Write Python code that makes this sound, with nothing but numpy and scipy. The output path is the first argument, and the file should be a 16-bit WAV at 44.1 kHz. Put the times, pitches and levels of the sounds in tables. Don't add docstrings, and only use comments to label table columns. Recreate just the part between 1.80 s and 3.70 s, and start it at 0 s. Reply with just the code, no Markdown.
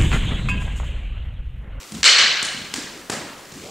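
import sys
import numpy as np
from scipy import signal
from scipy.fft import rfft, irfft
from scipy.io import wavfile
from scipy.ndimage import uniform_filter1d, minimum_filter1d, map_coordinates

SR = 44100
rng = np.random.default_rng(int(sys.argv[2]) if len(sys.argv) > 2 else 0)


def convert_level_to_amplitude(level_db):
    exponent = np.asarray(level_db, float) / 20
    return 10 ** exponent


def materialize(psi):
    bounded = np.clip(np.atleast_2d(psi).T, -1, 1)
    quanta = np.round(bounded * 32767).astype(np.int16)
    wavfile.write(sys.argv[1], SR, quanta)


N = 83790
T = np.arange(N) / SR

CRACK_S = 0.2308
HARD_CONTACT_S = 0.00065

# delay_s, level_db
BLOW_WALLS = [(.0075, -11), (.0125, -11), (.0185, -8), (.0228, -6), (.029, -11), (.036, -11)]
# frequency_hz, density_db (per Hz)
CLOTH = [(470, -28), (800, 0), (1210, 4), (1400, 3), (1740, -19), (2050, 2.5), (7740, 0.5), (11000, -43),
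         (14300, -61), (22000, -120)]


def unit(x):
    return x / np.sqrt(np.mean(x ** 2) + 1e-20)


def along(points, hz):
    f, v = np.transpose(points)
    return np.interp(np.log(hz + 1), np.log(f + 1), v)


def coloured(x, db_of):
    hz = np.fft.rfftfreq(4096, 1 / SR)
    cepstrum = irfft(np.log(convert_level_to_amplitude(db_of(hz)) + 1e-6))
    cepstrum[1:2048] *= 2
    cepstrum[2049:] = 0
    response = irfft(np.exp(rfft(cepstrum)))
    return signal.fftconvolve(x, response)[:len(x)]


def noise(spectrum):
    return unit(coloured(rng.standard_normal(N), lambda hz: along(spectrum, hz)))


def wobble(rate):
    knots = rng.standard_normal(int(N * rate / SR) + 4)
    return map_coordinates(knots, [T * rate])


def modes(table, hz):
    return sum(db / (1 + ((hz - mode_hz) / width) ** 2 * 4) for mode_hz, width, db in table)


def rasp(shape):
    x = rng.standard_normal(len(shape)) * shape
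    for _ in range(3):
        z = rfft(x)
        flat = irfft(z / np.abs(z))
        x = np.sign(flat) * np.sqrt(np.abs(x * flat))
    return x / np.linalg.norm(x)


def burst(s, contact_s, db_of, walls):
    split_hz = 280
    ring_s, linger_s, linger_db = 0.008, 0.13, -16.5
    bounce_s, bounce_db = 0.0015, 0
    near_tilt_db, far_tilt_db = 0, 0.8

    t = np.arange(4096) / SR
    low = lambda hz: db_of(hz) - 10 * np.log10(1 + (hz / split_hz) ** 4)
    high = lambda hz: db_of(hz) - 10 * np.log10(1 + (split_hz / (hz + 1)) ** 4)
    shape = convert_level_to_amplitude(-60 * np.maximum(t - contact_s, 0) / ring_s) + convert_level_to_amplitude(linger_db - 60 * t / linger_s)
    impulse = 1. * (t == 0)
    click = coloured(impulse, db_of)
    push = coloured(impulse, low)

    out = np.zeros((2, N + SR))
    out[0, round(s * SR):][:len(t)] = click
    for k, (delay, db) in enumerate([(0, 0), (bounce_s, bounce_db)] + walls):
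        tilt_db = near_tilt_db if k < 2 else far_tilt_db
        tilted = lambda hz: high(hz) + tilt_db * np.log2(hz / 3000 + 0.21)
        arrival = coloured(rasp(shape), tilted) + (-1) ** k * push
        out[1, round((s + delay) * SR):][:len(t)] += convert_level_to_amplitude(db) * arrival
    return out[:, :N] / np.linalg.norm(click) * np.sqrt(.004 * SR)


def hall(x):
    # frequency_hz, t60_s
    decay = [(80, 0.88), (250, 1), (600, 1.25), (1500, 1.24), (4000, 1.03), (8000, 0.65), (14000, 0.47)]
    start_s, build_s = 0.014, 0.011
    clump_db = 2

    hz, t, z = signal.stft(rng.standard_normal((2, 2 * SR)), SR, nperseg=256)
    z = z * convert_level_to_amplitude(-60 * t / along(decay, hz)[:, None]) * np.clip((t - start_s) / build_s, 0, 1)
    clumps = uniform_filter1d(rng.standard_normal(z.shape[1:]), size=4, axis=0)
    clumps = uniform_filter1d(clumps, size=3, axis=1)
    z = z * convert_level_to_amplitude(clump_db * unit(clumps))
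    tail = signal.istft(z, SR, nperseg=256)[1]
    return signal.fftconvolve(x[None], tail / np.linalg.norm(tail[0]), axes=1)[:, :N]


def placed(parts, wet_db):
    return parts[1] * [[1], [.3]] + convert_level_to_amplitude(wet_db) * hall(parts[0])


def background():
    # time_s, level_db
    effort = [(0.0, -39.5), (0.078, -43.5), (0.264, -38), (0.396, -41), (0.454, -51), (0.576, -39),
              (1.116, -44), (1.296, -49.5), (1.46, -51), (1.714, -43.5), (1.9, -39)]
    # frequency_hz, density_db (per Hz)
    air_spectrum = [(12, -49), (20, 0), (135, -11), (202, -3), (519, -3.5), (873, -10), (980, -10.5),
                    (2000, -8), (2600, -64), (4400, -120)]
    # frequency_hz, density_db (per Hz)
    hiss_spectrum = [(300, -5), (3000, -16), (9000, 5), (12000, -0.5), (15800, -2)]
    cloth_db, air_db, hiss_db = -2.5, -47, -49.5
    hiss_after_crack_db = -2.5
    whine_hz, whine_db = 14998, -74

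    cloth_level_db = np.interp(T, *np.transpose(effort)) + cloth_db
    cloth = [noise(CLOTH) * convert_level_to_amplitude(cloth_level_db + 0.5 * wobble(25.65) + 1.84 * wobble(300))
             for _ in range(2)]
    air = [noise(air_spectrum) * convert_level_to_amplitude(air_db + 1.5 * wobble(8)) for _ in range(2)]
    hiss_level_db = hiss_db + hiss_after_crack_db * (T > CRACK_S)
    hiss = [noise(hiss_spectrum) * convert_level_to_amplitude(hiss_level_db) for _ in range(2)]
    whine = np.sqrt(2) * convert_level_to_amplitude(whine_db) * np.sin(2 * np.pi * whine_hz * T)
    return np.array(cloth) + air + hiss + whine * [[1], [0]]


def scuffs():
    # start_s, level_db
    ticks = [
        (0.03, -42),
        (.1227, -44.5),
        (.15, -39),
        (1.737, -64),
        (1.815, -49),
        (1.835, -46),
    ]
    out = 0
    for s, db in ticks:
        out = out + convert_level_to_amplitude(db) * burst(s, HARD_CONTACT_S, lambda hz: along(CLOTH, hz), BLOW_WALLS[2:])
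    return placed(out, -4)


def swings():
    # start_s, length_s, level_db, first_hz, last_hz
    strokes = [
        (0.112, 0.14, -36, 224.3, 193.8),
        (0.123, 0.13, -40.5, 88.8, 60),
        (0.961, 0.103, -43, 260, 328.3),
        (1.15, 0.079, -45.5, 399.4, 336.4),
        (1.756, 0.072, -43, 288.6, 309),
        (1.819, .16, -42.5, 352.3, 519.4),
        (1.839, 0.139, -43, 546, 760),
        (1.812, 0.2, -47, 110.3, 170),
    ]
    out = np.zeros(N)
    for s, length, db, first_hz, last_hz in strokes:
        u = np.clip((T - s) / length, 0, 1)
        phase = 2 * np.pi * np.cumsum(first_hz + (last_hz - first_hz) * u) / SR
        rate = .55 * last_hz
        rough = (0.59 + wobble(rate)) * np.sin(phase) + wobble(rate) * np.cos(phase)
        out += convert_level_to_amplitude(db) * unit(rough) * np.sin(np.pi * u ** .5) ** 0.57
    return out * [[1], [.3]] + convert_level_to_amplitude(-19) * hall(out)


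def steps():
    # start_s, level_db, pitch_hz
    footfalls = [
        (0.12, -31, 257),
        (0.404, -39, 211),
        (0.744, -36, 250),
        (0.814, -40.5, 265),
        (1.019, -45.5, 300),
        (1.175, -43, 392),
        (1.721, -36.5, 245),
    ]
    # frequency_hz, level_db
    board = [(30, -17), (60, 5), (150, 7.5), (300, -4), (600, -10.5), (3000, -1), (9000, 6), (15000, -45)]
    out = 0
    for s, db, pitch_hz in footfalls:
        octaves = lambda hz: np.log2((hz + 1) / pitch_hz)
        colour = lambda hz: along(board, hz) - 12 * np.log10(1 + (1.84 * octaves(hz)) ** 2)
        out = out + convert_level_to_amplitude(db) * burst(s, 0.0012, colour, BLOW_WALLS[2:])
    return placed(out, 6)


def crack():
    # frequency_hz, density_db (per Hz)
    impact = [(180, -56), (300, -21), (497, -12), (905, -17), (1090, -9), (1650, -3.5), (4180, -1),
              (7600, -9), (13000, -38.5)]
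    # delay_s, level_db
    crack_walls = [(0.0107, 4.5), (0.0187, -2), (0.0242, -13), (0.0275, -9), (0.029, -5), (0.0387, -2)]
    # mode_hz, width_hz, lift_db
    rattan = [(1610, 150, 4.5), (2174, 340, 4), (2987, 140, 8), (4250, 450, 5.5), (5810, 370, 4.5),
              (7700, 1200, 4.5)]
    colour = lambda hz: along(impact, hz) + modes(rattan, hz)
    return convert_level_to_amplitude(-8.5) * placed(burst(CRACK_S, HARD_CONTACT_S, colour, crack_walls), 16)


def blows():
    # start_s, level_db, hall_db, contact_s, ring_share (0-1)
    hits = [
        (0.6272, -23, -3.5, 0.0012, 0.7),
        (0.9389, -23, -3, 0.0016, 0.55),
        (1.298, -21.5, -2, 0.0038, 0.95),
    ]
    # frequency_hz, density_db (per Hz)
    arm = [(60, -25), (130, -0.5), (300, -9.5), (1000, -9), (4000, -12), (6500, -4.5), (9000, -6.5),
           (12000, -30.5), (15800, -37)]
    shoulder = [(35, -47), (100, -3.5), (290, 4), (600, -8), (2200, -4), (5700, -3.5), (8500, -6),
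                (11000, -21.5), (15800, -26)]
    ribs = [(35, -36), (70, -12.5), (200, -4), (550, -10), (1100, -11.5), (3900, -17.5), (8500, -17.5),
            (11000, -30.5), (15800, -40)]
    # mode_hz, width_hz, lift_db
    damped_stick = [(1673, 240, 4), (4670, 640, 2.5), (7330, 480, 4)]
    out = 0
    for (s, db, hall_db, contact_s, ring), body in zip(hits, (arm, shoulder, ribs)):
        colour = lambda hz: along(body, hz) + ring * modes(damped_stick, hz)
        out = out + convert_level_to_amplitude(db) * placed(burst(s, contact_s, colour, BLOW_WALLS), 7 + hall_db)
    return out


def scene():
    # frequency_hz, side_over_mid_db
    width = [(60, -29), (110, -31), (200, -23.5), (380, -16.5), (700, -11), (1290, -12.5), (2380, -12.5),
             (4400, -12), (8120, -12), (15000, -41)]
    lean_db = 0.12
    mid, side = background() + scuffs() + swings() + steps() + crack() + blows()
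    side = coloured(side, lambda hz: along(width, hz))
    return np.array([mid + side, mid - side]) * convert_level_to_amplitude([[lean_db], [-lean_db]])


def roll_off(x):
    return signal.sosfilt(signal.butter(12, 16240, fs=SR, output="sos"), x)


def record(dry):
    ceiling_db, recover_db_per_s = -6.5, 48
    ahead_s, early_db = .026, -5
    top_hz = 15750

    power = uniform_filter1d(np.mean(dry ** 2, 0), size=161)
    level_db = 10 * np.log10(np.abs(power) + 1e-12)
    need_db = np.minimum(ceiling_db - level_db, 0)
    recovery_db = recover_db_per_s * T
    gain_db = recovery_db + np.minimum.accumulate(need_db - recovery_db)
    ahead = round(ahead_s * SR)
    near_peak = minimum_filter1d(gain_db, 2 * ahead + 1) < -1
    gain_db = np.minimum(gain_db, early_db * near_peak)
    x = dry * convert_level_to_amplitude(uniform_filter1d(gain_db, size=45))

    peak_gain = np.minimum(1, .97 / (np.abs(x).max(0) + 1e-9))
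    peak_gain = minimum_filter1d(peak_gain, size=91)
    x = x * uniform_filter1d(peak_gain, size=45)
    x = irfft(rfft(x) * (np.fft.rfftfreq(N, 1 / SR) < top_hz), N)
    return roll_off(np.clip(x, -1, 1))


dry = scene()
out = record(dry)
materialize(out)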